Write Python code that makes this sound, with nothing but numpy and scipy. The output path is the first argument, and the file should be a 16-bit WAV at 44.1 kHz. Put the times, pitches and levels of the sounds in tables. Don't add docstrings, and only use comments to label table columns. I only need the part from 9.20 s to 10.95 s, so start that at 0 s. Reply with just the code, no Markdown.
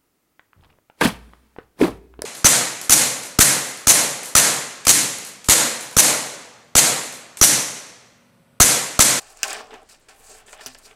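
import sys
import numpy as np
from scipy import signal
from scipy.fft import rfft, irfft, next_fast_len
from scipy.io import wavfile
from scipy.ndimage import map_coordinates

SR = 44100
rng = np.random.default_rng(int(sys.argv[2]) if len(sys.argv) > 2 else 0)


def linear_from_db(decibels):
    return 10 ** (np.asarray(decibels, float) / 20)


def unload_audio(sound):
    columns = np.transpose(np.atleast_2d(sound))
    steps = np.round(np.clip(columns, -1, 1) * 32767)
    wavfile.write(sys.argv[1], SR, steps.astype(np.int16))


N = 77175


def unit(x):
    return x / np.sqrt(np.mean(x ** 2) + 1e-20)


def along(points, hz):
    point_hz, value = np.transpose(points)
    return np.interp(np.log(hz + 1), np.log(point_hz + 1), value)


def filtered(x, response):
    size = next_fast_len(len(x) + 8192)
    spectrum = rfft(x, size) * response(np.fft.rfftfreq(size, 1 / SR))
    return irfft(spectrum, size)[:len(x)]


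def causal(points):
    def response(hz):
        cepstrum = irfft(np.log(np.maximum(linear_from_db(along(points, hz)), 1e-6)))
        half = len(cepstrum) // 2
        cepstrum[1:half] *= 2
        cepstrum[half + 1:] = 0
        return np.exp(rfft(cepstrum))
    return response


def resonances(peaks):
    def response(hz):
        total = 0
        for k, (centre, width, db) in enumerate(peaks):
            damping = 1j * hz * width
            total = total + (-1) ** k * linear_from_db(db) * damping / (centre * centre - hz * hz + damping)
        return total
    return response


def high_pass(hz, corner_hz):
    return hz / (hz - 1j * corner_hz)


def burst(t60, size=6000):
    x = rng.standard_normal(size) * .5
    x[0] = 2
    return x * linear_from_db(-60 * np.arange(size) / SR / max(t60, .002))


def add(track, s, x, db):
    part = track[round(s * SR):][:len(x)]
    part += linear_from_db(db) * (x / np.abs(x).max())[:len(part)]


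def contacts(rate, spread_db):
    bed_level, clump_db = 1.1, 1.1
    chance, size = rng.random((2, N))
    hits = (chance < rate / SR) * linear_from_db(-spread_db * np.log(size + 1e-3)) * rng.standard_normal(N)
    clumps = map_coordinates(rng.standard_normal(N // 300 + 4), [np.arange(N) / 300])
    return unit((unit(hits) + bed_level * rng.standard_normal(N)) * linear_from_db(clump_db * clumps))


SECTION_STARTS = [.232, .508, .689, .885, 1.263, 1.461, 1.548]


def curves(tables):
    t = np.arange(N) / SR
    each = []
    for start_s, *columns in map(np.transpose, tables):
        each.append([np.interp(t, start_s, column) for column in columns])
    section = np.searchsorted(SECTION_STARTS, t)
    return np.take_along_axis(np.array(each), section[None, None], axis=0)[0]


# start_s, crack_peak_db, crack_t60_s, rattle_db (relative to the crack), rattle_t60_s
LID_SNAPS = [(.2316, 0, .004, -15, .04), (1.4612, -20, .006, -8, .045)]
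# pitch_hz, level_db
SNAP_TONE = [(250, -45), (500, -20), (1500, -12), (2100, -14), (2800, -3), (3900, -10), (4900, 1),
             (8600, 0), (9800, -9), (16000, -15)]
# pitch_hz, width_hz, level_db
LID_MODES = [(1540, 120, -4), (2540, 130, -2), (2880, 200, -5), (4750, 600, 0), (6050, 250, -2),
             (8000, 1200, -3)]


def snaps():
    out = np.zeros(N)
    for s, db, t60, rattle_db, rattle_t60 in LID_SNAPS:
        crack = filtered(burst(t60), lambda f: causal(SNAP_TONE)(f) + linear_from_db(-1) * resonances(LID_MODES)(f))
        add(out, s, crack, db)
        rattle = filtered(burst(rattle_t60), lambda f: causal(SNAP_TONE)(f) + linear_from_db(6) * resonances(LID_MODES)(f))
        add(out, s, rattle, db + rattle_db)
    return out


# pitch_hz, width_hz, level_db
HOLLOW_MODES = [(621, 35, -6), (778, 60, 0), (865, 60, -7), (1090, 130, -8)]
# pitch_hz, level_db (before the 15 dB cut below)
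WALL_TONE = [(300, -40.5), (550, 4), (800, -9), (1300, -1.5), (2200, -57.5)]


def box(hz):
    return resonances(HOLLOW_MODES)(hz) + linear_from_db(-15.0) * causal(WALL_TONE)(hz)


# pitch_hz, width_hz, level_db
PANEL_MODES = [(260, 60, -11), (390, 30, -3), (443, 35, 0)]
# pitch_hz, width_hz, level_db
PIECE_MODES = [(1342, 35, -3.5), (1551, 69, -2.5), (1766, 71, -3.5), (2510, 750, -5), (3590, 990, -11.5),
               (4020, 1140, -12.5)]
# start_s, panels_db, hollow_body_db, clatter_db
TUMBLE_LEVELS = [
    [(0.0, -58, -51, -64), (0.02, -67, -50, -53), (0.056, -68.5, -57, -56), (0.13, -65, -54.5, -58.5),
     (0.146, -82, -58, -68), (0.156, -71, -60, -61), (0.216, -65, -55, -52.5)],
    [(0.242, -40, -41, -28.5), (0.257, -57, -31.5, -35), (0.272, -45.5, -41, -39),
     (0.318, -44, -36.5, -33.5), (0.41, -46, -40.5, -45), (0.454, -54, -46, -54.5),
     (0.495, -57, -53.5, -60.5)],
    [(0.512, -55, -45, -47.5), (0.524, -48.5, -58, -49.5), (0.54, -44.5, -48.5, -45.5),
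     (0.606, -63, -50.5, -61), (0.63, -55.5, -54.5, -66), (0.652, -64, -62, -71), (0.676, -78, -72, -82)],
    [(0.694, -70, -64, -55), (0.714, -73, -68, -52.5), (0.73, -75, -53.5, -59), (0.758, -69, -68, -58.5),
     (0.772, -85, -84, -75), (0.87, -94, -93, -81), (0.872, -76, -81, -88)],
    [(0.89, -58.5, -54.5, -48.5), (0.984, -73, -62, -68.5), (1.008, -55.5, -62, -60.5),
     (1.07, -73, -58.5, -60.5), (1.108, -54, -54, -55), (1.212, -65.5, -56.5, -55.5),
     (1.255, -66, -63, -69)],
    [(1.27, -63, -65, -59), (1.288, -55.5, -56, -49.5), (1.32, -69, -55, -58), (1.338, -72, -45, -48.5),
     (1.362, -71, -53.5, -54), (1.392, -67, -51.5, -51), (1.414, -65, -47.5, -46), (1.446, -69, -52, -53.5)],
    [(1.472, -49.5, -52, -46), (1.515, -69, -56, -54), (1.538, -77, -64, -63)],
    [(1.553, -58.5, -60, -51), (1.579, -69, -62.5, -61.5), (1.625, -84, -58.5, -60),
     (1.637, -56.5, -80, -74), (1.655, -62, -57.5, -55), (1.733, -60.5, -57.5, -60), (1.75, -86, -64, -79)],
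]


def tumble():
    def panel_response(hz):
        duller = 1 / (1 + 1j * hz / 600)
        return resonances(PANEL_MODES)(hz) * high_pass(hz, 200) * duller

    def clatter_response(hz):
        broad = resonances([(2540, 3200, -16)])(hz)
        return (resonances(PIECE_MODES)(hz) + broad) * high_pass(hz, 900)

    panel_db, body_db, clatter_db = curves(TUMBLE_LEVELS)
    panels = unit(filtered(contacts(700, 1.5), panel_response))
    body = unit(filtered(contacts(900, 1.8), box))
    clatter = unit(filtered(contacts(2000, 1.6), clatter_response))
    return linear_from_db(panel_db) * panels + linear_from_db(body_db) * body + linear_from_db(clatter_db) * clatter


# pitch_hz, level_db
RASP_TONE = [(2800, -50.5), (3700, 0.5), (4700, 5.5), (5900, 5), (7000, -5.5), (9000, -58.5)]
HISS_TONE = [(4800, -31), (6000, 0), (7000, 1.5), (8100, 3.5), (9000, -2), (10000, -15), (12500, -51)]
AIRY_TONE = [(7500, -30), (9300, -3), (10500, 0), (13000, -5), (16000, -10)]
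# start_s, rasp_db, hiss_db,
# airy_top_db
SLIDE_LEVELS = [
    [(0.0, -51, -50.5, -58), (0.052, -57, -54, -69), (0.108, -53.5, -54.5, -59), (0.15, -65, -58.5, -70),
     (0.17, -61, -55, -68), (0.216, -52.5, -57.5, -69)],
    [(0.242, -31.5, -29, -41), (0.258, -40.5, -45, -49), (0.292, -38, -36, -47), (0.344, -41.5, -44.5, -63),
     (0.41, -48, -53, -62), (0.428, -55, -64, -78), (0.495, -65, -64.5, -88)],
    [(0.512, -63, -65, -90), (0.546, -61, -66, -87), (0.592, -67, -74, -93), (0.634, -77, -67, -86),
     (0.64, -75, -75, -88), (0.676, -68, -65.5, -82)],
    [(0.694, -58, -54, -61), (0.724, -51.5, -53, -60), (0.788, -69.5, -70.5, -83), (0.798, -76, -71, -64),
     (0.824, -68, -64, -84), (0.872, -93, -74, -81)],
    [(0.89, -53.5, -53, -63.5), (0.924, -61, -62, -70), (0.978, -70, -64.5, -61.5),
     (1.116, -51, -46, -60.5), (1.202, -61.5, -58.5, -61), (1.255, -76, -77, -93)],
    [(1.263, -65, -55, -69), (1.29, -62, -56.5, -66), (1.318, -62, -54, -63), (1.332, -54, -46, -64),
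     (1.385, -69, -77, -82), (1.414, -51, -48, -61), (1.446, -50, -55.5, -59)],
    [(1.472, -42.5, -49, -39.5), (1.49, -50.5, -50, -68), (1.52, -54, -62, -64), (1.538, -58, -58, -66)],
    [(1.553, -57, -54, -67), (1.569, -60, -73, -77), (1.587, -56, -48.5, -53), (1.603, -69, -65, -71),
     (1.657, -48.5, -51, -58), (1.75, -79, -70, -78)],
]


def slide():
    grit = contacts(4000, 2.5)
    out = np.zeros(N)
    for db, tone in zip(curves(SLIDE_LEVELS), (RASP_TONE, HISS_TONE, AIRY_TONE)):
        out += linear_from_db(db) * unit(filtered(grit, causal(tone)))
    return out


# start_s, peak_db, hardness_hz, t60_s
WALL_KNOCKS = [(0.239, -26, 3200, 0.0074), (.257, -36, 1500, 0.049), (.307, -26.5, 4000, 0.11),
               (.405, -28, 1980, 0.013), (0.51, -51, 4000, 0.12), (.530, -31.5, 1510, 0.037),
               (0.5405, -29, 2450, 0.042), (0.557, -40, 3950, 0.05), (0.622, -47, 1480, 0.0086),
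               (0.8845, -61, 4000, 0.015), (1.284, -42, 3530, 0.079), (1.33, -31.5, 3500, 0.047),
               (1.3952, -36, 2800, 0.034), (1.410, -32.5, 4230, 0.068), (1.461, -32.5, 2530, 0.035),
               (1.551, -37, 2860, 0.011), (1.71, -44, 3170, 0.039)]


def knocks():
    out = np.zeros(N)
    for s, db, hard_hz, t60 in WALL_KNOCKS:
        def ring(hz):
            panels = linear_from_db(1) * resonances(PANEL_MODES)(hz)
            pieces = linear_from_db(-3.5) * resonances(PIECE_MODES)(hz)
            direct = linear_from_db(-2.0)
            softness = 1 / (1 + 1j * hz / hard_hz) ** 3
            return (box(hz) + panels + pieces + direct) * softness * high_pass(hz, 380) ** 3
        add(out, s, filtered(burst(t60), ring), db)
    return out


# start_s, peak_db, pitch_hz, t60_s
EDGE_TICKS = [(.0187, -32, 7600, .008), (.1025, -39, 8500, .012), (.1245, -38, 8800, .006),
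              (.1725, -31, 7200, .012), (.2805, -20, 7200, .02), (.3065, -23, 6500, .015),
              (.330, -16.5, 7800, .018), (.508, -38, 3200, .01), (.5405, -37, 6000, .015),
              (.619, -50, 8000, .01), (.6315, -45, 8300, .01), (.699, -36, 4500, .008),
              (.9612, -46, 9500, .008), (1.0975, -33, 7900, .006), (1.1857, -39, 7600, .01),
              (1.2675, -39, 8000, .005), (1.2825, -43, 3600, .015), (1.2955, -38, 8000, .006),
              (1.3285, -34, 7600, .015), (1.348, -38, 10000, .005), (1.377, -44, 7500, .01),
              (1.463, -26, 5600, .008), (1.4665, -30, 3000, .01), (1.5475, -36, 3400, .008),
              (1.5478, -32, 5600, .008), (1.6525, -39, 5500, .01), (1.7118, -38, 2500, .012)]


def ticks():
    out = np.zeros(N)
    for s, db, hz, t60 in EDGE_TICKS:
        mode = resonances([(hz, hz / 1.8, 0)])
        add(out, s, filtered(burst(t60), lambda f: mode(f) ** 2), db)
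    return out


# start_s, peak_db, pitch_hz, t60_s
JOLTS = [(1.46, -56, 72, .2), (1.462, -53, 132, .25), (1.46, -48, 255, .38)]


def jolt():
    out, t = np.zeros(N), np.arange(SR // 4) / SR
    for s, db, hz, t60 in JOLTS:
        soft_start = 1 - np.exp(-t / 0.00075)
        add(out, s, np.sin(2 * np.pi * hz * t) * linear_from_db(-60 * t / t60) * soft_start, db)
    return out


def room_echo(hits):
    echo_db, echo_t60_s = -14, .2
    t = np.arange(SR // 3) / SR
    tail = rng.standard_normal(len(t)) * linear_from_db(-60 * t / echo_t60_s) * (t > .004)
    return linear_from_db(echo_db) * signal.fftconvolve(hits, tail / np.linalg.norm(tail))[:N]


# pitch_hz, level_db (before it is set to its overall level)
ROOM_COLOUR = [(15, -28), (45, -21.5), (68, -21.5), (134, -28.5), (200, -26.5), (620, -26), (1660, -31),
               (4000, -37.5), (7500, -43.5), (16000, -55.5)]
# pitch_hz, peak_db
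HUM_TONES = [(62, -91), (121, -72)]


def room_tone():
    noise_db, rumble_db, rumble_hz = -60.5, -61, 20.3
    t = np.arange(N) / SR
    hum = sum(linear_from_db(db) * np.sin(2 * np.pi * hz * t) for hz, db in HUM_TONES)
    mode = resonances([(rumble_hz, 7, 0)])
    rumble = unit(filtered(rng.standard_normal(N), lambda f: mode(f) ** 2))
    noise = unit(filtered(rng.standard_normal(N), causal(ROOM_COLOUR)))
    return linear_from_db(noise_db) * noise + linear_from_db(rumble_db) * rumble + hum


def scene():
    hits = snaps() + knocks() + ticks() + jolt()
    mix = hits + room_echo(hits) + tumble() + slide() + room_tone()
    return mix[None]


def roll_off(x):
    return signal.sosfilt(signal.butter(12, 16410, fs=SR, output="sos"), x)


def record(dry):
    finished = filtered(dry[0], lambda hz: hz < 16000)[None]
    return roll_off(finished)


dry = scene()
out = record(dry)
unload_audio(out)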